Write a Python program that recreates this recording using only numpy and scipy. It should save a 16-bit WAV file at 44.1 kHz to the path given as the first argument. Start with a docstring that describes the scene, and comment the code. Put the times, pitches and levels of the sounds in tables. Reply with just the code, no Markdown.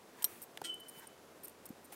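"""A dog chases a tetherball on sand, over a soft outdoor wash and a low hum that grows later on.
First a paw kicks up sand, the collar tags clink and rattle, and short knocks sound with them.
Then the ball thuds and the rope's clip strikes the steel pole twice; the pole rings and beats
while the tags rattle on. Sand scuffs again, and late knocks and rattles end the scene.
Tags and pole are sums of fading sine tones; sand and air are noise shaped by a spectrum."""
import sys
import numpy as np
from scipy import signal
from scipy.fft import rfft, irfft
from scipy.io import wavfile
from scipy.ndimage import uniform_filter1d

SR = 44100
rng = np.random.default_rng(int(sys.argv[2]) if len(sys.argv) > 2 else 0)


def put_to_file(sound):
    """Save the sound as 16-bit audio at rate SR, in the file named by the first command-line argument."""
    columns = np.atleast_2d(sound).T  # one column per channel
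    safe = np.clip(columns, -1, 1)
    whole_steps = np.round(safe * 32767)
    wavfile.write(sys.argv[1], SR, whole_steps.astype(np.int16))


N = 85995
T = np.arange(N) / SR  # time of each sample in seconds


def amp(db):
    """Turns decibels into a plain multiplier."""
    return 10 ** (np.asarray(db) / 20)


def evened(x):
    """Scales a sound to an average (RMS) level of one."""
    return x / np.sqrt(np.mean(x ** 2) + 1e-20)


def add(mix, s, sound):
    """Adds a sound into the mix from second s, cut off at the end of the mix."""
    part = mix[round(s * SR):][:len(sound)]
    part += sound[:len(part)]


def coloured(x, points):
    """Shapes a sound by a spectrum given as points of pitch in Hz and level in dB."""
    f, db = np.transpose(points)
    hz = np.fft.rfftfreq(len(x), 1 / SR)
    gain_db = np.interp(np.log(hz + 1), np.log(f + 1), db)
    return irfft(rfft(x) * amp(gain_db), len(x))


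def ringing(pitches, modes, size):
    """Struck metal: each mode is a sine that fades by 60 dB in its own time t60."""
    t = np.arange(size) / SR
    return sum(amp(db - 60 * t / t60) * np.sin(2 * np.pi * hz * t)
               for hz, (db, t60) in zip(pitches, modes))


def curve(rows):
    """Draws straight lines through points of time and value."""
    return np.interp(T, *np.transpose(rows))


def air():
    """Distant outdoor wash, slightly lumpy, and the low wavering hum of a far engine."""
    # Tilt of the wash. Each row: pitch in Hz, relative level in dB
    wash_colour = [(25, 5), (60, -22), (110, -9.5), (380, -1.5), (636, -5.5), (3190, -20), (12100, -25),
                   (16000, -30.5)]
    # Loudness of the hum. Each row: time in seconds, RMS level in dB
    hum_level = [(.95, -84.5), (1.2, -75)]
    wash_db, lump_db = -58, 0.62
    hum_hz, waver_share = 84.2, 0.0097

    lumps = evened(uniform_filter1d(rng.standard_normal(N), size=900))
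    wash = amp(wash_db + lump_db * lumps) * evened(coloured(rng.standard_normal(N), wash_colour))

    waver = 1 + waver_share * evened(uniform_filter1d(rng.standard_normal(N), size=6000))
    hum = np.sin(2 * np.pi * np.cumsum(hum_hz * waver) / SR)
    return wash + np.sqrt(2) * amp(curve(hum_level)) * hum


def sand():
    """Fine grains in the treble and paw scuffs in the middle, swelling with each kick."""
    # Kicked sand. Each row: time of peak, rise and fall in seconds, spray and scuff level in dB
    kicks = [(.215, 0.059, 0.054, -94, -57), (.3, 0.042, .12, -55, -88), (.98, 0.092, 0.029, -60, -65.5),
             (1.038, 0.035, 0.016, -79, -56), (1.929, 0.0062, 0.024, -49.5, -75)]
    # Spectra of the two sounds. Each row: pitch in Hz, relative level in dB
    spray_colour = [(2500, 3), (5000, -8.5), (9000, 1), (16000, 1.5)]
    scuff_colour = [(740, -19), (900, 7), (1250, -10), (1650, 2), (2300, -9), (4000, -16)]

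    # noise whose samples differ in size, so that single grains stick out
    grains = rng.standard_normal((2, N)) * amp(1.2 * rng.exponential(1, (2, N)))
    level = np.zeros((2, N))
    for s, rise, fall, *dbs in kicks:
        swell = np.exp(-((T - s) / np.where(T < s, rise, fall)) ** 2)
        level += swell * amp(dbs)[:, None]
    spray = evened(coloured(grains[0], spray_colour)) * level[0]
    scuff = evened(coloured(grains[1], scuff_colour)) * level[1]
    return spray + scuff


def knocks():
    """Ball, paws and buckle: a damped tone swells and dies, gritty if high, with a short crack."""
    # Each row: start in seconds, tone level in dB, pitch in Hz, time to peak in seconds, crack in dB
    knock_rows = [(0.2228, -46.5, 3150, 0.0013, -43), (0.2431, -34.5, 5600, 0.0009, -33),
                  (.2431, -41, 3120, .0018, -60), (0.2483, -36, 4040, 0.001, -39),
                  (.5738, -37, 2900, 0.0006, -43), (.575, -47, 1750, 0.0012, -48),
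                  (.5742, -45, 760, .001, -73), (.6164, -33.5, 813, 0.0012, -42),
                  (.6172, -46, 1500, 0.001, -48), (0.6162, -40, 425, .002, -70),
                  (.616, -51, 134, 0.0034, -80), (.972, -53, 172, 0.0037, -80),
                  (1.7035, -37, 239, 0.002, -67), (1.924, -49, 760, .002, -50)]
    # Spectrum of the crack. Each row: pitch in Hz, relative level in dB
    crack_colour = [(500, -14), (2500, 0), (16000, -8)]
    crack_s = 0.0016  # time for the crack to fall to about a third
    grit_db, full_grit_hz = -6, 2000  # grit is noise around the pitch, weaker below full_grit_hz

    out, t = np.zeros(N), T[:4000]
    for s, db, hz, peak_s, crack_db in knock_rows:
        grit = coloured(rng.standard_normal(len(t)), [(hz / 2, -20), (hz, 0), (hz * 2, -20)])
        grit_level = amp(grit_db) * min(hz / full_grit_hz, 1) ** 2
        tone = grit_level * evened(grit) - np.sin(2 * np.pi * hz * t)
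        swell = t / peak_s * np.exp(1 - t / peak_s)
        crack = np.exp(-t / crack_s) * evened(coloured(rng.standard_normal(len(t)), crack_colour))
        add(out, s, amp(db) * tone * swell + amp(crack_db) * crack)
    return out


def pole():
    # Clip on pole. Each row: start in seconds, level in dB
    clip_hits = [(.6405, -46.5), (.6452, -39)]
    # Pitch of each pole mode in Hz
    mode_hz = [330, 1384, 1958, 2269, 3098, 3164, 3257, 4280, 5136, 8770, 8398, 8507, 2600, 3865]
    # The same modes. Each row: relative level in dB, t60 in seconds
    modes = [(-12, 0.6), (-11, 0.31), (-13, 0.12), (-12.5, 0.14), (-4, 0.57), (-11, 0.31), (-5, 0.17),
             (-12, .07), (-16, 0.1), (-14, 0.1), (-7, 0.3), (-6, .09), (-14, .08), (-16, .1)]
    # Beats of the ring mode. Each row: time in seconds, RMS level in dB
    ring_level = [(.641, -61), (.648, -47.5), (.68, -53), (.7, -37.5), (.72, -46), (.74, -44),
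                  (.765, -56.5), (.795, -64.5), (.815, -54), (.84, -58.5), (.85, -76), (.868, -55),
                  (.89, -70.5), (.98, -60.5), (1.02, -71), (1.12, -70), (1.2, -84)]
    clang_db, clang_t60_s = -1.5, 0.17  # dense short modes heard as a burst; dB before the filter
    clang_band_hz = [2470, 9250]
    attack_s = 0.00033
    ring_base_hz = 3022
    # the wave back from the far end comes in sharp, then settles
    return_s, return_sharp_hz, return_settle_s = .685, 45, .011

    out, t = np.zeros(N), T[:30000]
    band = signal.butter(1, clang_band_hz, "band", fs=SR)
    for s, db in clip_hits:
        clang = signal.lfilter(*band, rng.standard_normal(len(t)))
        clang *= amp(clang_db - 60 * t / clang_t60_s)
        attack = np.minimum(t / attack_s, 1)
        add(out, s, amp(db) * attack * (ringing(mode_hz, modes, size=30000) + clang))

    sharpness = (T > return_s) * np.exp(-abs(T - return_s) / return_settle_s)
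    ring_hz = ring_base_hz + return_sharp_hz * sharpness
    sounding = (T > ring_level[0][0]) & (T < ring_level[-1][0])
    beats = sounding * amp(uniform_filter1d(curve(ring_level), size=200))
    return out + np.sqrt(2) * beats * np.sin(2 * np.pi * np.cumsum(ring_hz) / SR)


def collar():
    """Bursts of tiny collisions make each tag ring and add short noisy ticks."""
    # Rattles. Each row: start in seconds, length in seconds, level of each of four tags in dB
    rattles = [(.224, 0.0031, -42, -40, -52, -53), (.229, 0.0012, -63, -56, -50, -33.5),
               (0.2431, 0.0006, -17, -26, -20, -28), (0.2478, 0.0025, -40, -44, -34, -32),
               (0.255, 0.0022, -42, -66, -67, -62), (0.418, 0.0068, -56, -64, -47, -49),
               (.425, 0.0071, -66, -48.5, -42, -61), (0.436, 0.0051, -59, -60, -48, -53),
               (0.7424, 0.0031, -79, -52, -55, -48.5), (.799, 0.0086, -65, -59, -58.5, -61),
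               (.884, .017, -77, -49.5, -53, -76), (.9767, .012, -70, -54.5, -59, -73),
               (0.994, 0.0072, -71, -62, -62, -53), (1.07, 0.0058, -62, -52, -56, -61),
               (1.433, 0.021, -66, -55, -48, -64), (1.452, 0.0053, -64, -45.5, -51, -55),
               (1.472, .003, -62, -62, -60, -53), (1.4814, 0.0016, -59, -57, -49, -42.5),
               (1.494, .004, -64, -59, -58, -60), (1.655, 0.01, -72, -49, -49.5, -52),
               (1.69, 0.0016, -54, -58, -47, -56), (1.843, 0.017, -66, -63.5, -76, -60.5),
               (1.9205, 0.0067, -66, -53, -68, -66)]
    # Mode pitches in Hz, one list for each tag
    tag_hz = [
        [5785, 7650, 8960, 13270],
        [5430, 9120],
        [12490, 14950],
        [8350, 9830, 11300, 13940, 15400],
    ]
    # The same modes, one list for each tag. Each row: relative level in dB, t60 in seconds
    tag_modes = [
        [(-27, .13), (-4, 0.0072), (-2, 0.014), (-4.5, 0.055)],
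        [(-16, 0.014), (0.5, .02)],
        [(-2, 0.016), (-10, .015)],
        [(-5, 0.012), (-11.5, 0.015), (-2.5, 0.0095), (-1, 0.0098), (-14, 0.013)],
    ]
    # Spectrum of the ticks. Each row: pitch in Hz, relative level in dB
    tick_colour = [(3000, -37), (7000, -10), (16000, 19.5)]
    hits_per_s, hit_spread_db = 3000, 5  # chance of hits on each tag, and how much they differ
    tick_s, tick_db = 0.00039, -16
    # short modes shift from rattle to rattle as the tags hang differently
    detune_share, detune_t60_s = .004, .02

    out, power = np.zeros(N), np.zeros(N)
    for start, length, *dbs in rattles:
        draw = rng.random((len(tag_modes), 1400, 3))
        hit = (draw[..., 0] < hits_per_s / SR) & (np.arange(1400) < length * SR)
        hit[:, 0] = True  # every tag is hit at the start
        sign = np.sign(draw[..., 1] - .5)
        size = hit * sign * amp(hit_spread_db * -np.log(draw[..., 2] + 0.021))
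        # longer rattles hold more energy, shared among their hits
        size *= amp(dbs)[:, None] * np.sqrt(length * 1000 / (size ** 2).sum(1, keepdims=True))
        add(power, start, (size ** 2).sum(0))
        for tag_hits, hz, modes in zip(size, tag_hz, tag_modes):
            # modes that fade within detune_t60_s shift in full, longer-ringing ones less
            t60 = np.transpose(modes)[1]
            loose = np.minimum(detune_t60_s / t60, 1) ** 2
            shifted = hz * (1 + detune_share * loose * rng.standard_normal(len(hz)))
            add(out, start, signal.oaconvolve(tag_hits, ringing(shifted, modes, size=6000)))

    tick = amp(tick_db) * evened(coloured(rng.standard_normal(N), tick_colour))
    tick_power = signal.oaconvolve(power, np.exp(-T[:600] / tick_s))[:N]
    return out + tick * np.sqrt(abs(tick_power))


def scene():
    """All layers together, as one channel."""
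    return (air() + sand() + knocks() + pole() + collar())[None]


def record(dry):
    """Small microphone: the bass rolls off, then the top of the treble is cut."""
    low_cut_hz, top_hz = 94.5, 15900
    thin = signal.lfilter(*signal.butter(2, low_cut_hz, "high", fs=SR), dry)
    top_cut = signal.firwin(301, top_hz, window=("kaiser", 9), fs=SR)
    return signal.oaconvolve(thin, top_cut[None], "same")


dry = scene()
out = record(dry)
put_to_file(out)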